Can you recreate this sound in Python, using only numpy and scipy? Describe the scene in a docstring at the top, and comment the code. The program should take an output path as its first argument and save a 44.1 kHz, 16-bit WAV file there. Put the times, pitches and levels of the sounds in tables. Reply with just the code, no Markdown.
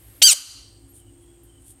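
"""One loud frog squeak, close by, in a wooden pen indoors. Its pitch arches up and down while one
resonance climbs; the voice starts raspy, clears, then breaks up. Source and filter make the sound:
pulses and puffs of air excite the resonances of throat and mouth. Reflections ring briefly in pen and
room, and a limiter ducks a low hum; faint rustles and thin chirps follow."""
import sys
import numpy as np
from scipy import signal
from scipy.fft import rfft, irfft
from scipy.io import wavfile
from scipy.ndimage import uniform_filter1d, minimum_filter1d

SR = 44100
rng = np.random.default_rng(int(sys.argv[2]) if len(sys.argv) > 2 else 0)


def generate_wav(signal):
    """Clip the signal to [-1, 1] and save it as 16-bit WAV at the path in sys.argv[1]."""
    frames = np.transpose(np.atleast_2d(signal))
    scaled = np.clip(frames, -1, 1) * 32767
    pcm = np.round(scaled).astype(np.int16)
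    wavfile.write(sys.argv[1], SR, pcm)


N = 79380
T = np.arange(N) / SR
EDGE_HZ = 16000  # upper limit of the harmonics and of the final low-pass


def frog():
    """Voiced source: a harmonic pulse train, roughened by jitter, subharmonics and puffs of air."""
    # arch of the squeak: time_s, pitch_hz
    pitch = [(.2165, 560), (.22, 746), (.224, 1020), (.23, 1390), (.233, 1485), (.25, 1605), (.265, 1574),
             (.275, 1506), (.29, 1436), (.305, 1322), (.314, 1190), (.322, 1060), (.329, 830), (.338, 560)]
    # force of the voice: time_s, effort_db
    effort = [(.2165, -22.5), (.2187, -13.5), (.2205, 0.5), (.228, -1.5), (.234, -2), (.25, -2), (.27, 0),
              (.29, 1.5), (.304, -1.5), (.308, -2.5), (.322, -5.5), (.331, -7.5), (.336, -22)]
    # rasp: time_s, roughness_fraction
    rasp = [(.217, .12), (.223, .2), (.228, .42), (.236, .18), (.262, .15), (.269, .38), (.29, .38),
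            (.303, .26), (.311, .42), (.335, .55)]
    # soft fundamental, added after the throat: time_s, level_db
    fundamental_level = [(.2165, -43), (.219, -26), (.224, -28.5), (.23, -35), (.255, -26), (.3, -29.5),
                         (.315, -26), (.33, -34), (.338, -35), (.346, -36)]
    jitter_depth, jitter_hz, subharmonic_depth, puff_decay_cycles = .06, 900, .29, .28
    rough = curve(rasp)
    hz = uniform_filter1d(curve(pitch), size=170) * (1 + jitter_depth * rough * band(0, jitter_hz))
    started = T > effort[0][0]
    sounding = started & (T < effort[-1][0])
    cycles = np.cumsum(hz * started) / SR
    pulses = sum(np.cos(2 * np.pi * k * cycles) * (k * hz < EDGE_HZ) for k in range(2, 28))
    pulses *= np.sqrt(2 * hz / EDGE_HZ)  # about equal power at any pitch
    pulses *= 1 + subharmonic_depth * rough * np.cos(np.pi * cycles)  # alternately strong and weak
    gate = np.exp(-(cycles % 1) / puff_decay_cycles)
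    puffs = gate / np.sqrt(np.mean(gate[sounding] ** 2)) * rng.standard_normal(N)
    source = (np.sqrt(1 - rough ** 2) * pulses + rough * puffs) * amp(curve(effort)) * sounding
    fundamental = amp(curve(fundamental_level)) * np.sin(2 * np.pi * cycles)
    return amp(3.5) * throat(source) + fundamental * (T < fundamental_level[-1][0])


def throat(source):
    """Vocal filter: fixed resonances colour the pulses, dispersion smears them, one formant climbs."""
    # response of throat and mouth: frequency_hz, gain_db
    response = [(200, -52), (600, -28), (1100, -20), (1700, -18), (2200, -12), (2600, -9), (3000, -1),
                (3700, -7), (4600, -2), (5300, -6), (5900, -1), (6500, -4), (8000, -1), (9400, -2),
                (10300, -13), (11600, -9), (14300, -12), (16000, -28)]
    # brightening as the mouth opens: time_s, treble_gain_db
    brightness = [(.217, -11), (.222, -8.5), (.228, 1.5), (.25, 3), (.275, -4.5), (.305, -7.5), (.315, 0.5),
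                  (.335, -0.5)]
    # climbing resonance: time_s, centre_hz, gain_db
    formant = [(.22, 3000, 10), (.227, 4000, 2), (.236, 4450, 3), (.247, 4780, 13), (.267, 4720, 12),
               (.276, 6000, 7), (.285, 6900, 7), (.3, 6850, 11), (.306, 6650, 10), (.309, 8700, 7),
               (.333, 8700, 7)]
    crossover_hz, edge_delay_s = 6660, .0014
    hz = np.fft.rfftfreq(N, 1 / SR)
    dispersion = np.exp(-1j * np.pi * edge_delay_s * hz ** 2 / EDGE_HZ)  # delay grows with frequency
    spectrum = rfft(coloured(source, response)) * dispersion
    low_pass = 1 / (1 + (hz / crossover_hz) ** 8)
    treble = irfft(spectrum * (1 - low_pass), N)
    voice = irfft(spectrum * low_pass, N) + amp(curve(brightness)) * treble
    return voice + amp(curve(formant, column=2)) * resonate(voice, curve(formant), width_hz=510)


def room(x):
    """Reflection: early wall echoes, then the exponential reverberation of the pen and the room."""
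    # echoes from the pen's walls: delay_s, gain_db
    walls = [(.0013, -13.5), (.0029, -16), (.0047, -16), (.0083, -22)]
    # reverberation time of the room: frequency_hz, t60_s
    decay_times = [(300, 1.04), (1500, 0.52), (3000, 0.61), (4600, 0.6963), (7000, 0.48), (10000, 0.5069),
                   (15000, 0.35)]
    # colour of the room's tail: frequency_hz, gain_db
    tail_colour = [(300, -5), (700, -1.5), (1150, 8), (1550, 9), (2000, 7.5), (2500, -3), (3100, -1.5),
                   (3600, -4), (4350, 0.5), (4800, -9.5), (5200, -2), (5900, -3), (7000, -1.5),
                   (9300, -3.5), (10500, 7), (12000, 3.5), (15000, -4)]
    pen_t60_s = .055
    echoes = sum(amp(db) * np.interp(T - delay, T, x, left=0) for delay, db in walls)
    hz, t, spectra = signal.stft(rng.standard_normal(N), SR, nperseg=256)
    decay = amp(-60 * t / at_frequency(decay_times, hz)[:, None])
    tail = signal.istft(spectra * decay, SR, nperseg=256)[1][:N]
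    tail = coloured(tail / np.linalg.norm(tail), tail_colour)
    pen = rng.standard_normal(N) * amp(-60 * T / pen_t60_s)
    impulse_response = amp(-16) * tail + amp(-11.5) * pen / np.linalg.norm(pen)
    return x + echoes + signal.fftconvolve(x, impulse_response)[:N]


def rustles():
    """Random amplitude modulation turns swells of bright noise into grainy rustles."""
    # soft rustles: start_s, length_s, level_db
    events = [(0.929, 0.1, -50.5), (1.587, 0.07, -61.5), (1.638, 0.11, -48)]
    # their spectrum: frequency_hz, relative_db
    colour = [(1000, -50), (3400, -17), (5500, -23), (7200, -12.5), (8800, 3.5), (10500, -5.5),
              (13000, -13), (15500, -24)]
    envelope = sum(amp(db) * swell(start, length) for start, length, db in events)
    grain = unit_rms(amp(2.4 * band(0, 230)))
    return envelope * grain * noise(colour)


def tick():
    """A damped transient: a high noise band starts abruptly and decays exponentially."""
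    start_s, decay_s = 1.434, .021
    envelope = (T > start_s) * np.exp(-abs(T - start_s) / decay_s)
    return amp(-54.5) * envelope * band(11700, 3800)


def hiss():
    """Broadband noise under one slow envelope swells before the squeak and fades after it."""
    # the swell: start_s, length_s, level_db
    event = (-0.16, 0.68, -54)
    # its spectrum: frequency_hz, relative_db
    colour = [(500, -6), (1000, -13), (2000, -9), (3500, -12.5), (6000, -17), (9500, -12), (11800, 1.5),
              (13500, -12), (16000, -16)]
    start, length, db = event
    return amp(db) * swell(start, length) * noise(colour)


def whistles():
    """Frequency modulation: thin pure tones follow parabolic arches of pitch."""
    # whistles: start_s, length_s, first_hz, middle_hz, last_hz, level_db
    events = [(0.877, 0.058, 10580, 11600, 11650, -53), (1.204, .052, 10150, 10480, 10000, -61)]
    out = np.zeros(N)
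    for start, length, first, middle, last, db in events:
        arch = np.polyfit([0, .5, 1], [first, middle, last], 2)
        hz = np.polyval(arch, np.clip((T - start) / length, 0, 1))
        out += amp(db) * swell(start, length) * tone(hz)
    return out


def chirps():
    """Modulation by noise broadens gliding tones into fuzzy, distant chirps."""
    # chirps: start_s, length_s, first_hz, last_hz, level_db
    events = [(0.972, 0.083, 3160, 2970, -67.5), (1.033, .09, 3040, 2910, -68.5),
              (1.134, 0.27, 3284, 3320, -74), (1.457, .09, 3150, 3030, -66.5), (1.513, .1, 3100, 3010, -66)]
    out = np.zeros(N)
    for start, length, first, last, db in events:
        hz = np.interp(T, [start, start + length], [first, last])
        fuzzy_tone = band(0, width_hz=160) * np.sqrt(2) * tone(hz)
        out += amp(db) * swell(start, length) * fuzzy_tone
    return out


def background():
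    """Stationary room noise, with a hum that wavers as the components of narrow bands beat."""
    # noise floor: frequency_hz, relative_density_db
    floor = [(20, -38.5), (32, -25.5), (42, -5), (58, 7), (80, -5), (110, -4), (160, -14), (220, -19),
             (300, -7.5), (420, -17.5), (600, -22.5), (800, -25.5), (1100, -27.5), (2500, -31.5),
             (3100, -26.5), (3700, -35), (6300, -35.5), (7100, -26), (7700, -30), (8450, -13),
             (9600, -34.5), (12000, -32.5), (15500, -40.5)]
    # hum bands: centre_hz, width_hz, level_db
    hum = [(58, 12, -62), (105.4, 14, -57.5), (274, 12, -62.5), (344, 2, -61.5), (766, 60, -77.5)]
    return amp(-54.5) * noise(floor) + sum(amp(db) * band(hz, width) for hz, width, db in hum)


def amp(db):
    """Decibels as an amplitude ratio."""
    return 10 ** (np.asarray(db) / 20)


def unit_rms(x):
    """Normalisation to unit power."""
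    return x / np.sqrt(np.mean(x ** 2) + 1e-20)


def curve(points, column=1):
    """Linear interpolation of a control at every sample."""
    points = np.array(points)
    return np.interp(T, points[:, 0], points[:, column])


def at_frequency(points, hz):
    """Interpolation on a log-frequency axis."""
    frequencies, values = np.transpose(points)
    return np.interp(np.log(hz + 1), np.log(frequencies), values)


def coloured(x, points):
    """Minimum-phase filtering: a causal response with the given spectrum."""
    hz = abs(np.fft.fftfreq(4096, 1 / SR))
    log_gain = np.log(amp(at_frequency(points, hz)))
    taps = np.fft.ifft(np.exp(np.conj(signal.hilbert(log_gain)))).real
    return signal.fftconvolve(x, taps[:len(taps) // 2])[:N]


def noise(points):
    """Spectral shaping of white noise, at unit power."""
    gain = amp(at_frequency(points, np.fft.rfftfreq(N, 1 / SR)))
    return unit_rms(irfft(rfft(rng.standard_normal(N)) * gain, N))


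def band(hz, width_hz):
    """Noise in a Gaussian band, at unit power; centred on zero it is a random fluctuation."""
    gain = np.exp(-2 * ((np.fft.rfftfreq(N, 1 / SR) - hz) / width_hz) ** 2)
    return unit_rms(irfft(rfft(rng.standard_normal(N)) * gain, N))


def resonate(x, hz, width_hz):
    """A damped resonator of unit gain whose centre follows hz."""
    carrier = np.exp(2j * np.pi * np.cumsum(hz) / SR)
    pole = np.exp(-np.pi * width_hz / SR)
    return 2 * (carrier * signal.lfilter([1 - pole], [1, -pole], x / carrier + 1e-18)).real


def tone(hz):
    """A sinusoid whose phase is the integral of its frequency."""
    return np.sin(2 * np.pi * np.cumsum(hz) / SR)


def swell(start, length):
    """A half-sine envelope."""
    return np.sin(np.pi * np.clip((T - start) / length, 0, 1))


def scene():
    """Superposition of the reverberant squeak and the quiet sounds around it, in one channel."""
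    return (room(frog()) + background() + rustles() + tick() + hiss() + chirps() + whistles())[None]


def record(dry):
    """Dynamic range compression: gain control with hold and release, a peak limiter, then a low-pass."""
    threshold_db, hold_s, release_db_per_s, ceiling = -4.5, .19, 72, .95
    power_db = 10 * np.log10(abs(uniform_filter1d(dry[0] ** 2, size=130)) + 1e-12)
    excess_db = np.maximum(power_db - threshold_db, 0)
    hold_samples = 2 * int(hold_s * SR / 2) + 1
    held_db = -minimum_filter1d(-excess_db, hold_samples, origin=hold_samples // 2)
    release_db = T * release_db_per_s
    reduction_db = np.maximum.accumulate(held_db + release_db) - release_db
    ducked = dry / amp(uniform_filter1d(reduction_db, size=60))
    peak_gain = ceiling / np.maximum(abs(ducked[0]), ceiling)
    limited = ducked * uniform_filter1d(minimum_filter1d(peak_gain, size=121), size=101)
    low_pass = signal.firwin(511, EDGE_HZ, window=("kaiser", 9), fs=SR)
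    return signal.oaconvolve(limited, low_pass[None], "same")


dry = scene()
out = record(dry)
generate_wav(out)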